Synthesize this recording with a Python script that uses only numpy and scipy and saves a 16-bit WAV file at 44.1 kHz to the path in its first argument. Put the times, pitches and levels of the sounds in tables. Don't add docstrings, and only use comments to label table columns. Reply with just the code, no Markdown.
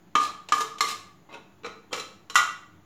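import sys
import numpy as np
from scipy import signal
from scipy.fft import rfft, irfft, next_fast_len
from scipy.io import wavfile
from scipy.ndimage import uniform_filter1d

SR = 44100
rng = np.random.default_rng(int(sys.argv[2]) if len(sys.argv) > 2 else 0)


def dump(signal):
    limited = np.clip(np.atleast_2d(signal).T, -1, 1)
    pcm = np.round(limited * 32767).astype(np.int16)
    wavfile.write(sys.argv[1], SR, pcm)


def ratio(d):
    e = np.asarray(d, float) / 20
    return 10 ** e


N = 125685

BOTTOM, SEAM, FOOD, WALL, RIM, EDGE, SIDE = range(7)


def evened(x):
    return x / np.sqrt(np.mean(x ** 2) + 1e-20)


def read(points, hz):
    f, value = np.transpose(points)
    return np.interp(np.log(hz + 1), np.log(f + 1), value)


def add(mix, start_s, sound):
    part = mix[round(start_s * SR):][:len(sound)]
    part += sound[:len(part)]


def coloured(x, points, tilt_db):
    size = next_fast_len(len(x) + 2048)
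    hz = np.fft.rfftfreq(size, 1 / SR)
    colour = evened(ratio(read(points, hz)))
    tilt = ratio(tilt_db * np.log2((hz + 100) / 3000))
    return irfft(rfft(x, size) * colour * tilt, size)[:len(x)]


def resonate(x, hz, width):
    turn = np.exp(2j * np.pi * hz * np.arange(len(x)) / SR)
    r = np.exp(-np.pi * width / SR)
    return 2 * (turn * signal.lfilter([1 - r], [1, -r], x / turn)).real


# frequency in Hz, relative level in dB per Hz.
AIR_SPECTRUM = [(25, -53.5), (50, 4.5), (70, -37.5), (100, -8.5), (190, 3.5), (250, -9.5), (320, -0.5),
                (500, -15), (700, -10), (1000, -14), (2000, -20), (4400, -28.5), (5500, -33.5), (7000, -24),
                (8000, -45.5), (12000, -35.5), (16000, -36)]
# frequency in Hz, width in Hz of each of its two filters, level in dB.
HUM = [(94.5, 9.8, -66.5), (304.5, 3.8, -70)]


def room_tone():
    air_db, patchy_db = -58, 0.8
    frames, hz = N // 512 + 5, np.fft.rfftfreq(2048, 1 / SR)
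    a, b, patches = rng.standard_normal((frames, 1025, 3)).T
    patches = uniform_filter1d(patches, 20, axis=0)
    patches = evened(uniform_filter1d(patches, 6, axis=1))
    spectra = (a + 1j * b) * ratio(read(AIR_SPECTRUM, hz)[:, None] + patchy_db * patches)
    air = signal.istft(spectra, nperseg=2048, noverlap=1536)[1][:N]
    tone = ratio(air_db) * evened(air)
    for hum_hz, width, db in HUM:
        narrow = resonate(rng.standard_normal(N), hum_hz, width)
        tone = tone + ratio(db) * evened(resonate(narrow, hum_hz, width))
    return tone


# frequency in Hz, seconds to die by 60 dB.
KITCHEN_T60 = [(300, 0.57), (1390, 0.51), (3680, 0.47), (7000, 0.42), (12000, 0.36)]


def kitchen(x):
    tail_db, gap_s = -5.5, 0.01
    turn_s = 0.04
    out, at = x, np.arange(0, SR - 12, 12)
    for k in range(3):
        taps = np.zeros(SR)
        taps[at + rng.integers(0, 12, len(at))] = rng.choice([-1., 1.], len(at))
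        taps[:round(gap_s * SR)] = 0
        hz, t, z = signal.stft(taps, SR, nperseg=256)
        fade = ratio(-60 * t / read(KITCHEN_T60, hz)[:, None])
        tail = signal.istft(z * fade, SR, nperseg=256)[1]
        feed = np.sqrt(2 / 3) * np.cos(np.pi * (np.arange(N) / SR / turn_s + k) / 3)
        out = out + ratio(tail_db) * signal.fftconvolve(x * feed, tail / np.linalg.norm(tail))[:N]
    return out


# frequency in Hz, relative level in dB per Hz.
SHEET_SPECTRUM = [(120, -32), (300, -18), (900, -12), (1600, -11.5), (2500, -7), (4100, -5.5),
                  (4700, -12.5), (5500, -6.5), (7400, -9.5), (8600, -18.5), (11600, -25), (15200, -29),
                  (16500, -62)]


def sheet(t60, tilt_db):
    t = np.arange(SR // 5) / SR
    return coloured(rng.standard_normal(len(t)), SHEET_SPECTRUM, tilt_db) * ratio(-60 * t / t60)


MODE_HZ = [295, 452, 476, 492, 808, 955, 1109, 1152, 1211, 1300, 1435, 1708, 1960, 2095, 2320, 2600, 2765,
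           2930, 3130, 3850, 4020, 4210, 5530, 6950, 7250]
# seconds to die by 60 dB, at a damping of 1.
MODE_T60 = [.08, 0.19, 0.085, 0.075, 0.12, 0.13, 0.21, 0.21, 0.14, 0.095, 0.091, 0.064, 0.086, 0.036, 0.068,
            0.038, .075, 0.048, .07, 0.077, 0.081, 0.046, 0.079, 0.088, 0.094]
PLACE_MODES_DB = { BOTTOM: [-20, -24, -48.5, -32, -20, -20.5, -12, -4, 3, -29.5, -22.5, -5.5, -17.5, -9.5,
                  -11.5, -10, -36, -11, -11.5, -24, -19.5, -16, -18, -28.5, -22], SEAM: [-21, -20.5, -32,
                  -37, -23.5, -25, -13.5, -5.5, 0.5, -23, -27, -8, -25.5, -0.5, -17.5, -23.5, -26, -12, -17,
                  -15, -24, -3.5, -14, -25.5, -14], FOOD: [-34, -18, -35, -25, -21, 3.5, 2, -13.5, 7.5, 1.5,
                  5, -19.5, -23, 12, -8, 11.5, -17, -14.5, -12.5, 5, -20, -26, -36, -13, -27], WALL: [-28.5,
                  -8.5, -20, 1, -18, -24, -8, -10, -4, 3, -4, -10, -10, -13, -2.5, -7.5, -6, -29.5, -1, -9,
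                  -10.5, -21, -11, -6.5, -8], RIM: [-40, -42, -40, -37.5, -18, -41, -13, -6.5, -1, -0.5, 1,
                  -17.5, -1.5, -25, -22, -32.5, -6, -7.5, -11.5, -18.5, -15.5, -26, -15.5, -15.5, -11.5],
                  EDGE: [-24.5, -12.5, -21, -20, -18, -17, -5.5, -15, -7, -8, -7, -19, -15.5, -18, -17,
                  -15.5, -23, 1, -11, -23.5, -4.5, -25, -12.5, -7, -21.5], SIDE: [-39, -20, 2, -24, -10,
                  -16.5, -7, -18.5, -3, 1.5, -2, -15, -8, -4, 1.5, 3.5, -5, -20, -13, -3.5, 1.5, -23.5,
                  -25.5, -20, -25]}


def ring(place, tilt_db, damping, spread_db, detune):
    t, hz = np.arange(SR // 5)[:, None] / SR, np.array(MODE_HZ)
    louder, sharper = rng.standard_normal((len(hz), 2)).T
    level = ratio(PLACE_MODES_DB[place] + tilt_db * np.log2(hz / 1200) + spread_db * louder)
    fade = ratio(-60 * t * damping / MODE_T60)
    waves = np.sin(2 * np.pi * hz * (1 + detune * sharper) * t)
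    return (level * fade * waves).sum(1) / np.linalg.norm(level)


def slipping(count):
    slips_per_s, size_spread_db = 6000, 2.2
    clump_db, clump_s = 2.5, 0.005
    luck, size, sign, stray, lump = rng.random((SR // 4, 5))[:count].T
    clumps = ratio(clump_db * evened(uniform_filter1d(lump - .5, round(clump_s * SR))))
    sizes = ratio(-size_spread_db * np.log(size + 0.0021))
    slips = evened(clumps * (luck < slips_per_s / SR) * sizes * (sign - .5))
    return slips, stray


SPLITS_HZ = [700, 1400, 2800, 5600]


def stroke(place, start, turning, end, touch_db, ring_db, grit_db, tilt_db):
    lift_db = -7
    bright_power = 0.6
    patches, patch_blur = 4, 0.25
    t = np.arange(round((end - start) * SR)) / SR + start
    press = ratio(np.interp(t, [start, turning, end], [touch_db, 0, lift_db]))
    slips, stray = slipping(len(t))
    lows = [signal.lfilter(*signal.butter(2, hz, fs=SR), slips) for hz in SPLITS_HZ]
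    lows = [0] + lows + [slips]
    drive = 0
    for k in range(len(lows) - 1):
        drive = drive + press ** (1 + bright_power * k) * (lows[k + 1] - lows[k])
    patch = np.floor(((t - start) / (end - start) + patch_blur * stray) % 1 * patches)
    out = 0
    for k in range(patches):
        modes = ring(place, 0, damping=1.88, spread_db=4, detune=0.008)
        grit = sheet(0.024, tilt_db)
        body = ratio(ring_db) * modes / np.linalg.norm(modes) + ratio(grit_db) * grit / np.linalg.norm(grit)
        out = out + signal.fftconvolve(drive * (patch == k), body)
    return start, out


STROKES = {BOTTOM: [(.155, .25, 0.31, -4, -43, -34.5, -1), (.525, .62, .66, 0, -38.5, -40, 2.5)],
           SEAM: [(.81, .915, .94, -3, -39, -33.5, 0.5)], FOOD: [(1.29, 1.342, 1.387, -10, -39, -45, -5)],
           WALL: [(1.908, 1.93, 1.96, -5.5, -36.5, -48.5, -9.5), (1.94, 2.0, 2.04, 1, -45.5, -48, 3)],
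           RIM: [(2.355, 2.375, 2.42, -14.5, -28.5, -21.5, -0.5)], EDGE: [],
           SIDE: [(1.643, 1.66, 1.70, -3.5, -41, -39.5, -4.5)]}


def scrapes(can):
    for place in STROKES:
        for row in STROKES[place]:
            add(can, *stroke(place, *row))


def blow(place, start_s, ring_db, clatter_db, tilt_db, clatter_tilt_db):
    contact_s, clatter_t60_s = 0.00063, 0.075
    modes = ring(place, tilt_db, damping=0.92, spread_db=1.5, detune=0.002)
    sound = ratio(ring_db) * modes + ratio(clatter_db) * sheet(clatter_t60_s, clatter_tilt_db)
    rise = 1 - np.exp(-np.arange(len(sound)) / SR / contact_s)
    return start_s, rise * sound


BLOWS = {BOTTOM: [(.1527, -9, -23, -1.25, -3), (.5213, -9, -25, 0.089, 0)],
         SEAM: [(.8067, -11, -22.5, 0.0056, 2.5)], FOOD: [(.606, -25, -29, -11.5, 1.5)],
         WALL: [(1.9286, -23, -25, -1.33, -3), (1.976, -29, -38, -0.91, -0.5)],
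         RIM: [(2.345, -35, -44, 0, 6), (2.3555, -5, -17.5, 0, 1.5)], EDGE: [(.4865, -50, -33, 5.5, -4),
         (.783, -42, -38.5, 3.5, -1.5), (2.2985, -30, -38, 1, 0.5)], SIDE: [(1.634, -40, -49.5, -3.5, -8),
         (1.6455, -25, -45.5, -3, -8.5), (1.997, -31, -33.5, 11.5, -0.5)]}


def taps(can):
    for place in BLOWS:
        for row in BLOWS[place]:
            add(can, *blow(place, *row))


def scene():
    can = np.zeros(N)
    scrapes(can)
    taps(can)
    can = signal.lfilter(*signal.butter(2, 125, "high", fs=SR), can)
    return (room_tone() + kitchen(can))[None]


def band_limit(x):
    return signal.sosfilt(signal.butter(12, 16950, fs=SR, output="sos"), x)


def record(dry):
    notch_hz, notch_width_hz, notch_depth = 8050, 400, 0.7
    offset = -0.00075
    x = dry[0] - notch_depth * resonate(dry[0], notch_hz, notch_width_hz)
    return band_limit((x + offset)[None])


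dry = scene()
out = record(dry)
dump(out)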